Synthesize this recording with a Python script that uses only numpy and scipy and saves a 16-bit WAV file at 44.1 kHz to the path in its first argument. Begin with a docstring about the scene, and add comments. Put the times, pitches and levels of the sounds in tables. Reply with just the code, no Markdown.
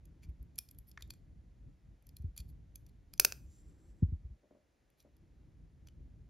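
"""A low room rumble under faint hiss, a hand brushing a drape, then small steel ticks: suturing practice on a bench.
A small stereo microphone stands close by in a quiet room. Forceps and needle holder tick, scrape and snap: bursts of
tiny impacts or uneven slips excite damped resonances, and each snap of the ratchet leaves the holder's shanks ringing.
Drawn thread is patchy filtered noise, joined by a thin ring, perhaps of the moved holder; bench bumps are sinking
swings; taps on the specimen are dull bursts. Instruments, taps and thread are also heard through the room's tail."""
import sys
import numpy as np
from scipy import signal
from scipy.fft import rfft, irfft
from scipy.io import wavfile
from scipy.ndimage import uniform_filter1d

SR = 44100
rng = np.random.default_rng(int(sys.argv[2]) if len(sys.argv) > 2 else 0)


def generate_wav(signal):
    """Clip the signal to [-1, 1] and save it as 16-bit WAV at the path in sys.argv[1]."""
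    frames = np.transpose(np.atleast_2d(signal))
    scaled = np.clip(frames, -1, 1) * 32767
    pcm = np.round(scaled).astype(np.int16)
    wavfile.write(sys.argv[1], SR, pcm)


N = 277389
TIME, FREQ = np.arange(N) / SR, np.fft.rfftfreq(N, 1 / SR)
HIT_SIZE = 8192  # samples in the buffer of one contact
HIT_TIME, HIT_FREQ = np.arange(HIT_SIZE) / SR, np.fft.rfftfreq(HIT_SIZE, 1 / SR)


def undb(db):
    """Decibels to gain."""
    return 10 ** (np.asarray(db) / 20)


def unit(x):
    """Scale to rms 1."""
    return x / np.sqrt(np.mean(x ** 2))


def over_hz(points, freq):
    """Join (Hz, value) points on a log-frequency axis."""
    hz, value = np.transpose(points)
    return np.interp(np.log(freq + 1), np.log(hz), value)


def add(track, s, sound):
    """Mix a sound into the track at time s."""
    i = max(int(s * SR), 0)
    track[i:i + len(sound)] += sound[:N - i]


def noise(colour):
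    """Noise of a given spectrum, rms 1."""
    white = rng.standard_normal(N)
    return unit(irfft(rfft(white) * undb(over_hz(colour, FREQ)), N))


def with_level(sound, db, length=1 / 100):
    """Give a sound the energy of that level held for that length in seconds."""
    return sound * undb(db) * np.sqrt(length * SR / np.sum(sound ** 2))


def decay_60db(t, t60):
    """Exponential fade that loses 60 dB in t60 seconds."""
    return np.exp(-np.log(1000) * t / t60)


# How wide the diffuse sound lies at the microphone.
# Each row: frequency in Hz, side minus mid in dB.
SIDE_WIDTH = [(40, -16), (120, -11), (400, -6), (1300, -2), (2800, -13), (4800, -15), (7000, -2),
              (15000, 0)]


def spread(mid, side):
    """Left and right of a diffuse sound from a common and an opposed part."""
    side = irfft(rfft(side) * undb(over_hz(SIDE_WIDTH, FREQ)), N)
    return np.array([mid + side, mid - side])


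# Low rumble of the quiet room. Each row: frequency in Hz, relative density in dB per Hz.
RUMBLE_SPECTRUM = [(15, -38.5), (28, -13), (48, 1.5), (70, 0), (100, -7.5), (145, -8.5), (200, -17.5),
                   (300, -21), (400, -32), (700, -44.5), (2000, -64), (16000, -100)]
# Faint hiss over it. Each row: frequency in Hz, relative density in dB per Hz.
HISS_SPECTRUM = [(20, -20.5), (60, -7.5), (300, 3), (600, -3), (1100, -12), (2000, -10.5), (3000, -15.5),
                 (7000, -20), (8300, -30.5), (10000, -24.5), (12500, -29), (14000, -36.5), (16000, -42)]
RUMBLE_DB, HISS_DB = -58, -79.5
# The rumble's one dip: level changes in dB, times in seconds.
DIP_DB, RETURN_DB = -23.5, 22.5
DIP_S, DIP_FALL_S, DIP_END_S, DIP_RETURN_S = 4.33, 0.061, 4.78, 0.6


def background(waver_db=3.0):
    """Wavering low room rumble, which sinks once and comes back weaker, under a faint even hiss."""
    fall = np.clip((TIME - DIP_S) / DIP_FALL_S, 0, 1)
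    back = np.clip((TIME - DIP_END_S) / DIP_RETURN_S, 0, 1)
    waver = waver_db * noise([(6, 1.5), (20, -40), (60, -120)])
    rumble_gain = undb(RUMBLE_DB + DIP_DB * fall + RETURN_DB * back + waver)
    parts = []
    for _ in range(2):  # common, then opposed
        parts.append(rumble_gain * noise(RUMBLE_SPECTRUM) + undb(HISS_DB) * noise(HISS_SPECTRUM))
    return spread(*parts)


# What the small room sends back. Each row: frequency in Hz, gain in dB.
ROOM_RETURN = [(300, 6), (1200, -2.5), (2500, -2), (4000, -3.5), (7000, -7.5), (8300, -14), (9700, -6.5),
               (12500, -6), (14000, -11), (15500, -15)]


def room(x, t60=0.28, wet_db=-14, build=0.0019):
    """A small room's diffuse tail builds up in milliseconds and dies away, its width varying with frequency."""
    t = TIME[:SR]
    tails = []
    for white in rng.standard_normal((2, SR)):
        tail = white * decay_60db(t, t60) * (1 - np.exp(-(t / build) ** 2))
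        wet = signal.fftconvolve(x, tail / np.sqrt(np.sum(tail ** 2)))[:N]
        tails.append(irfft(rfft(wet) * undb(wet_db + over_hz(ROOM_RETURN, FREQ)), N))
    return spread(*tails)


# Level between the microphone's two ports. Each row: frequency in Hz, left minus right in dB.
PORT_LEVEL = [(60, .2), (125, .3), (250, 1.4), (500, 2.8), (1300, 1.5), (2400, 2), (4400, 0), (15000, -.5)]
# Phase between the same ports. Each row: frequency in Hz, left minus right in radians.
PORT_SHIFT = [(40, -.1), (90, -.24), (150, -.42), (400, -.48), (950, -.35), (1900, -.1), (5300, .1),
              (6900, -1.1), (8200, -3.1), (11000, -5.9), (14000, -8.5), (16000, -8.6)]


def ports(x):
    """Direct sound reaches the two microphone ports with a little level and phase difference."""
    half = undb(over_hz(PORT_LEVEL, FREQ) / 2)
    left = half * np.exp(1j * over_hz(PORT_SHIFT, FREQ))
    return irfft(rfft(x) * np.array([left, 1 / half]), N)


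# Hands sliding over the drape. Each row: start in seconds, length in seconds, level at mid-stroke in dB.
BRUSH_STROKES = [(0.017, 0.34, -73), (3.449, 0.69, -69.5), (5.05, .65, -74)]
# Dull colour of the drape. Each row: frequency in Hz, relative density in dB per Hz.
DRAPE_SPECTRUM = [(60, -14.5), (170, -3.5), (240, -7.5), (315, 1), (400, -12), (700, -23.5), (1800, -30),
                  (3000, -38.5), (12000, -59.5)]


def brushes():
    """A hand sliding over the padded drape gives a dull swell of noise."""
    level = np.zeros(N)
    for s, length, db in BRUSH_STROKES:
        level += undb(db) * np.sin(np.pi * np.clip((TIME - s) / length, 0, 1))
    return level * noise(DRAPE_SPECTRUM)


# Hands bumping the bench. Each row: start in seconds, level of the push in dB, nominal pitch in Hz.
BENCH_BUMPS = [(0.28, -37, 65.4), (.395, -40, 62), (1.019, -50, 53.4), (2.195, -37.5, 74), (2.239, -30, 85),
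               (2.268, -38, 57), (2.392, -38, 64), (2.452, -45, 68), (2.502, -45, 62), (4.024, -19, 92.8),
               (4.08, -35, 68), (4.12, -28, 80.26), (4.24, -37.5, 62.9), (4.3, -44, 62)]
# Every bump is a swing, two higher knocks and a slow rebound. Each row: ratio to the nominal pitch,
# delay in seconds, gain in dB at the hardest push, extra dB per dB of push.
SWING_PARTS = [(1.025, 0, -0.5, 0), (1.93, -0.002, -5, 0.64), (3.32, 0.001, -16.5, 0.5),
               (.62, 0.016, -16, 0.5)]


def bumps(sag=0.14, rub_db=-27, rise_cycles=1.18):
    """A push swings the bench a few cycles, sinking in pitch, as the hand rubs the drape; harder ones knock higher."""
    swing, push = np.zeros(N), np.zeros(N)
    hardest_db = max(db for _, db, _ in BENCH_BUMPS)
    for s, db, pitch in BENCH_BUMPS:
        for ratio, delay, part_db, growth in SWING_PARTS:
            hz = pitch * ratio
            age = HIT_TIME * hz / rise_cycles  # 1 at the peak of the push
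            peak = undb(db + part_db + growth * (db - hardest_db))
            force = peak * (age * np.exp(1 - age)) ** 2.4
            sinking_hz = hz * (1 + sag * (2 * np.exp(-age) - 1))
            add(swing, s + delay, force * np.sin(2 * np.pi * np.cumsum(sinking_hz) / SR))
            add(push, s + delay, force)
    rub = noise([(30, -15.5), (150, 7.5), (300, -4), (600, -30.5), (1500, -49.0), (8000, -85.0)])
    return swing + undb(rub_db) * push * rub


def chatter(decay, rise, size=60):
    """Hard faces meet in a dense burst of tiny impacts with an even spectrum."""
    envelope = (1 - np.exp(-HIT_TIME / rise)) * np.exp(-HIT_TIME / decay)
    burst = rfft(rng.standard_normal(HIT_SIZE) * envelope)
    even = irfft(burst / np.sqrt(uniform_filter1d(np.abs(burst) ** 2, size)))
    return even * (np.arange(HIT_SIZE) < HIT_SIZE // 2)  # drop what wraps round to the end


def body(force, modes, low_db=0, top_db=0):
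    """Causal response of damped resonances to a force; the place of contact tilts lows and top."""
    power = 0
    for hz, width, db in modes:
        power = power + undb(db) ** 2 / (1 + (2 * (HIT_FREQ - hz) / width) ** 2) ** (3 / 2)
    tilt_db = over_hz([(1500, low_db), (2800, 0.0023), (7000, 0.0045), (10000, top_db)], HIT_FREQ)
    gain = np.sqrt(power) * undb(tilt_db)
    cepstrum = irfft(np.log(gain))  # folded forward in time, it gives the minimum phase
    cepstrum[1:HIT_SIZE // 2] *= 2
    cepstrum[HIT_SIZE // 2 + 1:] = 0
    return irfft(rfft(force) * np.exp(rfft(cepstrum)))


# Soft taps of fingers and forceps on the padded specimen.
# Each row: start in seconds, level over 10 ms in dB, decay in seconds.
SPECIMEN_TAPS = [(4.432, -64.5, 0.018), (4.507, -59, 0.016), (4.546, -61, 0.023), (5.046, -60.5, 0.016)]
# Resonances of the specimen. Each row: frequency in Hz, width in Hz, level in dB.
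SPECIMEN_MODES = [(262, 97, 0.5), (415, 210, -7.5), (588, 89, 0.5), (1006, 810, -26)]


def taps():
    """Dull contacts excite the damped resonances of the padded specimen."""
    out = np.zeros(N)
    for s, db, decay in SPECIMEN_TAPS:
        tap = body(chatter(decay, rise=0.0014, size=12), SPECIMEN_MODES)
        add(out, s, with_level(tap, db))
    return out


# One pull of thread through the tissue: its time and level, and the pitch of the thin ring heard with it.
PULL_S, PULL_LENGTH_S, PULL_ATTACK_S, PULL_DB, PULL_FADE_DB_PER_S = 3.44, .63, 0.067, -77, 21
RING_START_HZ, RING_END_HZ, RING_GLIDE_S = 6950, 7593, 0.15


def thread(width_hz=220, rub_db=-1.5, patchy_db=3):
    """Drawn thread rubs in fits, while a thin ring, perhaps of the moved holder, rises and fades."""
    age = np.maximum(TIME - PULL_S, 0)
    hz = RING_END_HZ + (RING_START_HZ - RING_END_HZ) * np.exp(-age / RING_GLIDE_S)
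    patches = patchy_db * noise([(12, -2), (30, -42), (90, -120)])
    db = PULL_DB - PULL_FADE_DB_PER_S * age + patches
    flutter = noise([(width_hz, 0), (4 * width_hz, -40), (8 * width_hz, -80)])
    thin_ring = unit(flutter * np.sin(2 * np.pi * np.cumsum(hz) / SR))
    rub = noise([(1000, -20.5), (4500, -9.5), (6000, -5.5), (6600, -6.5), (9200, -5.5), (11000, -13),
                 (15000, -16.5)])
    swell = np.clip(np.minimum(age, PULL_LENGTH_S - age) / PULL_ATTACK_S, 0, 1)
    return swell * undb(db) * (thin_ring + undb(rub_db) * rub)


# Resonances of the instrument tips. Each row: frequency in Hz, width in Hz, level in dB.
TIP_RESONANCES = [(1400, 1200, -14.5), (2450, 210, -1), (3365, 370, -2.5), (4480, 340, 1),
                  (5100, 520, -3.5), (6000, 320, -2.5), (7050, 350, 1), (9090, 640, 2), (10950, 1700, 2),
                  (11850, 360, 2.5), (12800, 300, 1.5), (14200, 400, -0.5), (16400, 180, 8)]


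def ringing(x, main_hz, ring_db=-3, others_db=-8, detune=.015, t60=0.07):
    """The contact's resonance, and by chance the tips' others, ring on briefly until the fingers damp them."""
    fade = decay_60db(HIT_TIME, t60)
    modes = np.sin(2 * np.pi * main_hz * HIT_TIME)
    chances = rng.standard_normal((len(TIP_RESONANCES), 2))
    for (hz, *_), (share, shift) in zip(TIP_RESONANCES[1:], chances):
        other = np.sin(2 * np.pi * hz * (1 + detune * shift) * HIT_TIME)
        modes = modes + undb(others_db) * share * other
    return x + undb(ring_db) * signal.fftconvolve(x, 2 * modes * fade / fade.sum())[:HIT_SIZE]


# The high ring that all tip contacts share, and its relative scatter.
UPPER_RING_HZ, UPPER_RING_SCATTER = 11900, .015


def contact(force, low_db, top_db, main_hz, main_db=5, upper_db=-1, main_width_hz=450, upper_width_hz=800,
            shrill_db=3, squeak=2.0):
    """Each place of contact brings out its own resonance; the brightest contacts squeak in the high ring."""
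    upper_hz = UPPER_RING_HZ * (1 + UPPER_RING_SCATTER * rng.standard_normal())
    # top colour beyond shrill_db goes into the high ring instead
    ring_db = upper_db + squeak * max(top_db - shrill_db, 0)
    modes = list(TIP_RESONANCES) + [(main_hz, main_width_hz, main_db), (upper_hz, upper_width_hz, ring_db)]
    return ringing(body(force, modes, low_db, min(top_db, shrill_db)), main_hz)


# Shifts of the grip. Each row: start in seconds, end in seconds.
GRIP_SHIFTS = [(0.699, 1.13), (1.981, 2.26), (4.9, 5.25)]


def fidgets(count=3, level_db=-78, scatter_db=2, top_db=4, decay=.001):
    """While the grip shifts, the tips touch faintly at random moments and places."""
    out = np.zeros(N)
    for start, end in GRIP_SHIFTS:
        for when, strength, place in rng.random((count, 3)):
            ring_hz = TIP_RESONANCES[1 + int(place * 6)][0]
            touch = contact(chatter(decay, decay), 0, top_db, ring_hz)
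            db = level_db + scatter_db * (2 * strength - 1)
            add(out, start + when * (end - start), with_level(touch, db))
    return out


# Steel sliding on steel. Each row: start in seconds, length in seconds, level over that length in dB,
# low colour in dB, top colour in dB, ring in Hz.
STEEL_SCRAPES = [(0.217, 0.044, -70, 0.5, -9.5, 2370), (0.284, 0.022, -80.5, 5, -3, 2360),
                 (0.866, 0.048, -68, -26, 12, 5240), (0.984, 0.039, -72, 11, -10, 1980),
                 (2.364, 0.051, -61.5, 0, -4.5, 4570), (2.476, 0.038, -74, -3, 7, 4500),
                 (2.885, 0.0135, -76, -5, -1, 4270), (4.971, 0.062, -78.5, 0.5, -2, 3900)]


def scrapes(slips_per_s=2000, scatter_db=4):
    """Sliding jaws stick and slip in uneven grains."""
    out = np.zeros(N)
    for s, length, db, *colour in STEEL_SCRAPES:
        sizes = undb(scatter_db * rng.standard_normal(HIT_SIZE))
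        slips = (rng.random(HIT_SIZE) < slips_per_s / SR) * sizes
        pressure = np.sin(np.pi * np.minimum(HIT_TIME / length, 1))
        scrape = contact((slips - slips.mean()) * pressure, *colour)
        add(out, s, with_level(scrape, db, length))
    return out


# Knock of the needle holder's gripped handles. Each row: frequency in Hz, width in Hz, level in dB.
HANDLE_MODES = [(1260, 350, -1.5), (1790, 220, 5.5), (2130, 400, -1), (3550, 440, -12), (5700, 1500, -16)]
UNLATCH_S, UNLATCH_DB = 0.9748, -50  # level over 10 ms


def unlatch(decay=0.00145, rise=0.00044):
    """The handles come off the ratchet with a dull knock."""
    out = np.zeros(N)
    knock = body(chatter(decay, rise), HANDLE_MODES)
    add(out, UNLATCH_S, with_level(knock, UNLATCH_DB))
    return out


# Long ring of the holder's shanks. Each row: frequency in Hz, peak after the first tooth in dB,
# time to fall 60 dB in seconds.
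SHANK_RINGS = [(2520, -66, 0.66), (5960, -68.5, 1), (6330, -73, .8), (7410, -71.5, 1.3), (7500, -75, 1.9),
               (8800, -70, 0.95), (12700, -61, .4), (14300, -79, 1.1)]


def shanks(detune=.002):
    """Each ratchet tooth leaves the two slightly unlike shanks ringing."""
    out = np.zeros(N)
    t = TIME[:SR]
    first_db = RATCHET_TEETH[0][1]
    for s, db, *_ in RATCHET_TEETH:
        for hz, mode_db, t60 in SHANK_RINGS:
            pair_hz = hz * (1 + detune * rng.standard_normal((2, 1)))
            pair = np.sin(2 * np.pi * pair_hz * t).mean(0)
            add(out, s, undb(mode_db + db - first_db) * pair * decay_60db(t, t60))
    return out


# Snaps of the holder's ratchet. Each row: start in seconds, level over 10 ms in dB, low colour in dB,
# top colour in dB, chatter decay in seconds.
RATCHET_TEETH = [(3.1972, -19.5, 0.5, 3, 0.0011), (3.2479, -22, 2.5, 0.5, .0015),
                 (3.3223, -41.5, 3.5, -9.5, 0.00059)]
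# Resonances of the ratchet. Each row: frequency in Hz, width in Hz, level in dB.
RATCHET_RESONANCES = [(594, 660, -10.5), (1530, 360, -5.5), (2560, 280, 2), (4500, 400, -4),
                      (5130, 1300, 0.5), (6150, 290, 4), (6990, 230, 2), (8530, 680, 2.5), (8800, 510, -5),
                      (10894, 1900, -5), (12536, 380, 2), (13500, 910, 1.5), (15616, 260, 2.5)]


def ratchet(rise=.002):
    """The sprung handles slip over a tooth and slam onto the next."""
    out = np.zeros(N)
    for s, db, low_db, top_db, decay in RATCHET_TEETH:
        snap = body(chatter(decay, rise, size=40), RATCHET_RESONANCES, low_db, top_db)
        add(out, s, with_level(snap, db))
    return out


# Light steel contacts close to the microphone. Each row: start in seconds, level over 10 ms in dB,
# low colour in dB, top colour in dB, ring in Hz.
STEEL_TICKS = [(0.0542, -68, -6, 3, 6750), (0.4273, -71, -12, 11, 2330), (0.5574, -68, -7, 0, 7000),
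               (0.5815, -51, 2, 2, 7500), (0.5867, -36.5, -4.5, 3.5, 5470), (0.688, -63, -14, -5, 5100),
               (0.711, -59, -8, 9, 7700), (0.7865, -57, -14, 11, 7800), (0.9145, -64, -30, -4, 5140),
               (1.0082, -67, 19, -6, 4300), (1.0229, -52, -6, -10.5, 3660), (1.1048, -48.5, 3, -5.5, 4490),
               (1.137, -65.5, 9.5, -8, 7460), (2.068, -65, -15, 7.5, 6150),
               (2.0907, -64.5, -11, -0.5, 5060), (2.1671, -56.5, -19, 1, 4250), (2.3642, -61, 9, 6, 4570),
               (2.3769, -47.5, -10, -1.5, 7120), (2.4025, -57.5, -5, -3, 4440),
               (2.7568, -52.5, -5, 4.5, 6330), (2.8648, -69.5, -4, -2, 5880), (3.1367, -52.5, 4, -1, 5000),
               (3.177, -63, -29, -8.5, 6080), (5.0023, -68.5, -2, -7.5, 5700),
               (5.8716, -64.5, 9, -8.5, 6100), (5.8847, -67, 5, -13, 3034)]


def ticks(decay=.001, rise=0.0012, graze_db=-17, graze_lead=0.003):
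    """Tips and needle graze each other, then meet with a short chatter."""
    out = np.zeros(N)
    for s, db, *colour in STEEL_TICKS:
        graze = contact(chatter(decay, decay), *colour)
        add(out, s - graze_lead, with_level(graze, db + graze_db))
        meeting = contact(chatter(decay, rise), *colour)
        add(out, s, with_level(meeting, db))
    return out


def scene():
    """Instruments and hands heard directly, the instruments, taps and thread also through the room."""
    near = taps() + thread() + fidgets() + scrapes() + unlatch() + shanks() + ratchet() + ticks()
    return background() + room(near) + ports(near + bumps() + brushes())


TOP_HZ = 16100


def record(dry):
    """The recorder cuts the top with a steep low-pass."""
    return signal.sosfilt(signal.ellip(8, .2, 70, TOP_HZ, fs=SR, output="sos"), dry)


dry = scene()
out = record(dry)
generate_wav(out)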